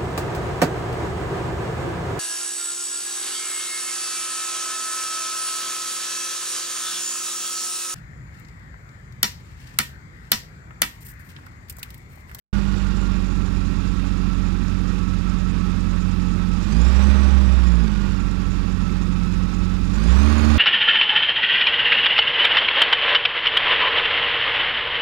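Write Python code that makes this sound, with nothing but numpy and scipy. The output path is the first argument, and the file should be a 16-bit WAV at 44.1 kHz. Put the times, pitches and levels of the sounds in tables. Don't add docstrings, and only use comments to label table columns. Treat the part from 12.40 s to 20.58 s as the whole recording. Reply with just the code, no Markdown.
import sys
import numpy as np
from scipy.fft import rfft, irfft, next_fast_len
from scipy.io import wavfile
from scipy.ndimage import uniform_filter1d, map_coordinates

SR = 44100
rng = np.random.default_rng(int(sys.argv[2]) if len(sys.argv) > 2 else 0)


def bounce(signal):
    frames = np.transpose(np.atleast_2d(signal))
    limited = np.clip(frames, -1, 1)
    pcm = np.round(limited * 32767).astype(np.int16)
    wavfile.write(sys.argv[1], SR, pcm)


N = 360738

IDLE_HZ = 45
BELT_LAPS = .215


def amp(db):
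    return 10 ** (np.asarray(db) / 20)


def unit(x):
    return x / np.sqrt(np.mean(x ** 2) + 1e-20)


def along(points, hz):
    frequencies, values = np.transpose(points)
    return np.interp(np.log(hz + 1), np.log(frequencies + 1), values)


def curves(rows):
    seconds, *columns = np.transpose(rows)
    return [np.interp(np.arange(N) / SR, seconds, column) for column in columns]


def wobble(rate):
    knots = rng.standard_normal(int(N * rate / SR) + 4)
    return map_coordinates(knots, [np.arange(N) * rate / SR])


def filtered(x, response):
    size = next_fast_len(N + SR // 2)
    return irfft(rfft(x, size) * response(np.fft.rfftfreq(size, 1 / SR)), size)[:N]


def noise(spectrum):
    return unit(filtered(rng.standard_normal(N), lambda hz: amp(along(spectrum, hz))))


def bursts(cycles, life, scatter_db):
    index = np.floor(cycles - np.floor(cycles[0])).astype(int)
    heights = amp(scatter_db * rng.uniform(-1.3, 1, SR // 10))
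    return unit(heights[index] * np.exp(-(cycles % 1) / life))


def shaft():
    # time in seconds, firing rate in Hz.
    firing_rate = [(0.13, 49.73), (0.94, 46.24), (2.72, 45.41), (4.22, 44.97), (4.45, 60.94), (4.68, 67.31),
                   (5.0, 65.78), (5.42, 57.2), (5.5, 51.26), (5.8, 46.53), (6.79, 44.86), (7.53, 45.56),
                   (7.85, 71.69), (7.93, 74.94), (8.18, 73.94)]
    full_pull = 0.57
    speed, = curves(firing_rate)
    firings = np.cumsum(speed) / SR
    revs = np.maximum(np.log2(speed / IDLE_HZ), 0)
    climb = uniform_filter1d(np.gradient(revs) * SR, size=SR // 6)
    pull = np.tanh(climb / full_pull)
    return speed, firings, revs, pull


def drone(speed, firings, revs, pull, hum_db):
    # firing rate in Hz, level in dB.
    tailpipe = [(45, -23.5), (49, -21.5), (53, -20.5), (57.5, -15), (61, -14), (67, -13.5), (75, -16)]
    # multiple of the firing rate, relative level in dB.
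    orders = [(2, 4), (3, 10), (3.5, -52), (4, 9), (4.25, -59), (4.5, -4), (4.75, -7), (5, -2), (6, -0.5),
              (6.25, -20), (6.5, 0), (6.75, -37), (7, 0), (7.5, -19), (7.75, 9), (8.25, 8), (8.5, -4),
              (9.5, 2.5), (10.75, -1.5), (13, -7.5)]
    # frequency in Hz, gain in dB.
    muffler = [(65, 12), (92, 2), (125, -11), (140, -15), (165, 2.5), (179, 2.5), (185, -2.5), (190, -1),
               (200, 2.5), (225, 0.5), (255, -36), (275, -0.5), (298, -6), (360, -54), (450, -17.5),
               (600, -31.5), (900, -60)]
    order_lag = .135
    unsteady = (IDLE_HZ / speed) ** 2
    cycles = firings + .005 * unsteady * wobble(14)
    throttle_db = revs * pull
    boom_db = along(tailpipe, speed) + throttle_db + 0.68 * unsteady * wobble(26)
    hum = np.zeros(N)
    for order, db in orders:
        gain = amp(db + along(muffler, order * speed) + 0.67 * wobble(12))
        if order % 1:
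            gain = gain * unsteady ** .7
        lag = order_lag * ((order - 1) * unsteady) ** 2
        if order > 6:
            lag = lag + .13 * wobble(30)
        hum += gain * np.cos(2 * np.pi * (order * cycles - lag))
    return amp(boom_db) * np.cos(2 * np.pi * cycles) + amp(hum_db) * hum


def thuds(firings, revs, effort):
    # frequency in Hz, relative spectral density in dB.
    puff_spectrum = [(20, -26), (40, -12), (62, -11.5), (90, -13.5), (140, -1.5), (210, 0), (300, -9),
                     (360, -6), (430, -15.5), (540, -23), (680, -55), (1500, -74)]
    rumble_spectrum = [(15, -16), (25, -23), (40, -11), (55, 8.5), (72, 1), (85, 1.5), (110, -4),
                       (200, -68)]
    roar_spectrum = [(200, -36), (280, -8), (325, 5.5), (380, -1), (450, -19), (610, 0), (700, -12.5),
                     (1000, -57)]
    puffs = 1 + 0.16 * np.cos(2 * np.pi * (firings - .25)) + 0.12 * np.cos(np.pi * (firings - .2))
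    thud = amp(-37 + 0.39 * effort) * unit(noise(puff_spectrum) * puffs)
    rumble = amp(-36.5 + 0.49 * effort) * noise(rumble_spectrum)
    roar = amp(-37.5) * revs * noise(roar_spectrum)
    return thud + rumble + roar


def fan(firings, revs, pull, effort):
    # frequency in Hz, relative spectral density in dB.
    rush_spectrum = [(150, -22), (400, -1), (600, -1.5), (660, -12.5), (710, -8.5), (790, 1.5), (990, -0.5),
                     (1150, 2), (1500, 1), (2050, -6), (2650, -5.5), (3000, -10), (5000, -23.5),
                     (10000, -62)]
    hiss_spectrum = [(1200, -36), (2600, -6), (3600, 5), (4500, 0), (5500, 1.5), (6100, -5), (7000, -8.5),
                     (8500, -10), (10000, -14), (13000, -17), (13800, -27), (15000, -44)]
    laps = BELT_LAPS * firings
    flutter = amp((-0.1 + 0.96 * revs) * np.cos(2 * np.pi * firings) + 0.64 * wobble(70))
    rush = amp(-44 + 1.27 * effort + 0.54 * wobble(120) + 0.34 * wobble(18)) * noise(rush_spectrum)
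    intake_db = 0.9 * np.maximum(pull, 0)
    belt_db = 0.45 * np.cos(4 * np.pi * laps)
    hiss = amp(-52.4 + 1.01 * effort + intake_db + 0.18 * wobble(22) + belt_db) * noise(hiss_spectrum)
    return flutter * (rush + hiss)


def valves(firings, effort):
    # frequency in Hz, relative spectral density in dB.
    tick_spectrum = [(500, -23), (1200, 2), (2600, 10), (4500, -5.5), (8000, -5), (14000, -40)]
    patter = amp(-59 + 0.7 * effort) * bursts(2 * firings, life=0.28, scatter_db=6.5)
    tappet = amp(-61 + 0.68 * effort) * bursts((firings - 3.65) / 4, life=.08, scatter_db=3)
    return patter * noise(tick_spectrum) + tappet * noise(tick_spectrum)


def alternator(speed, firings, revs, pull, effort):
    # multiple of the firing rate, bandwidth in Hz, relative level in dB.
    partials = [(29.1, 50, 5), (58.2, 170, 5.5), (89.1, 480, 1.5), (118.1, 800, 0), (148.5, 850, -1.5),
                (175.4, 700, -4)]
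    # frequency in Hz, gain in dB.
    housing = [(1320, -4.5), (1500, -7), (1900, -19), (2600, -15), (4000, -18.5), (4700, -12),
               (5400, -12.5), (5900, -11), (6500, -14.5), (7000, -9), (8000, -15.5), (9000, -18),
               (10000, -39)]
    pull_db, octave_db = 3, 1
    load = amp(pull_db * pull + octave_db * revs)
    laps = BELT_LAPS * firings
    belt_db = 2.7 * np.cos(4 * np.pi * laps) + 2 * np.cos(2 * np.pi * laps)
    surge = unit(amp(2.6 * np.cos(2 * np.pi * firings) + belt_db + 1.3 * wobble(22)))
    cycles = firings + .002 * np.sin(2 * np.pi * firings)
    whine = np.zeros(N)
    for order, width, db in partials:
        fuzz = wobble(width) + 1j * wobble(width)
        tone = unit(np.real(fuzz * np.exp(2j * np.pi * order * cycles)))
        sway = surge * load if order > 70 else 1
        whine += amp(db + along(housing, order * speed)) * tone * sway
    return amp(-49 + 0.83 * effort) * whine


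def bay(x):
    # centre frequency in Hz, bandwidth in Hz, gain at the centre in dB.
    resonances = [(615, 58, 3.5), (1125, 53, 5), (1710, 210, -0.5), (1884, 25, 7.5), (2460, 87, 4.5),
                  (3380, 60, 1.5), (3680, 41, 5), (4500, 32, 8), (4820, 50, 7.5), (5600, 90, -3.5),
                  (6410, 46, 10), (6850, 76, 7), (8030, 98, -2.5), (9260, 100, 3)]

    def response(hz):
        return amp(sum(db / (1 + (2 * (hz - centre) / width) ** 2) for centre, width, db in resonances))

    return filtered(x, response)


def pulleys(firings):
    # multiple of the firing rate, relative level in dB.
    hums = [(1.48, -39.5), (1.77, -41.5), (2.63, -41.5), (3.68, -41.5)]
    return sum(amp(db + 2.0 + wobble(7.2)) * np.cos(2 * np.pi * order * firings) for order, db in hums)


def scene():
    # time in seconds, effort in dB, gain of the muffler's hum in dB.
    workload = [(0.17, -39, -35), (0.86, -41, -36), (4.17, -41, -35.5), (4.57, -35, -34.5),
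                (4.88, -35.5, -36), (4.95, -36.5, -35.5), (5.99, -41, -35.5), (7.48, -41, -36),
                (7.75, -34, -35), (8.15, -32, -32)]
    idle_effort_db = -41
    speed, firings, revs, pull = shaft()
    effort_db, hum_db = curves(workload)
    effort = effort_db - idle_effort_db
    exhaust = drone(speed, firings, revs, pull, hum_db) + thuds(firings, revs, effort)
    rush = fan(firings, revs, pull, effort)
    ticks = valves(firings, effort)
    whine = alternator(speed, firings, revs, pull, effort)
    engine = exhaust + bay(rush + ticks + whine) + pulleys(firings)
    return np.array([engine, engine])


def record(dry):
    # frequency in Hz, gain in dB.
    left_response = [(45, -38), (65, -35.5), (100, -39.5), (400, -35), (1300, -36), (4000, -30.5),
                     (10000, -47)]
    start_s, opening_s, cutoff_hz = .128, .003, 15150
    gate = np.clip((np.arange(N) / SR - start_s) / opening_s, amp(-83), 1)
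    left = filtered(dry[0], lambda hz: amp(along(left_response, hz)))
    hiss = amp(-71.5) * rng.standard_normal(N)
    pair = amp(6.5) * gate * np.array([left + hiss, dry[1]])
    return np.array([filtered(side, lambda hz: hz < cutoff_hz) for side in pair])


dry = scene()
out = record(dry)
bounce(out)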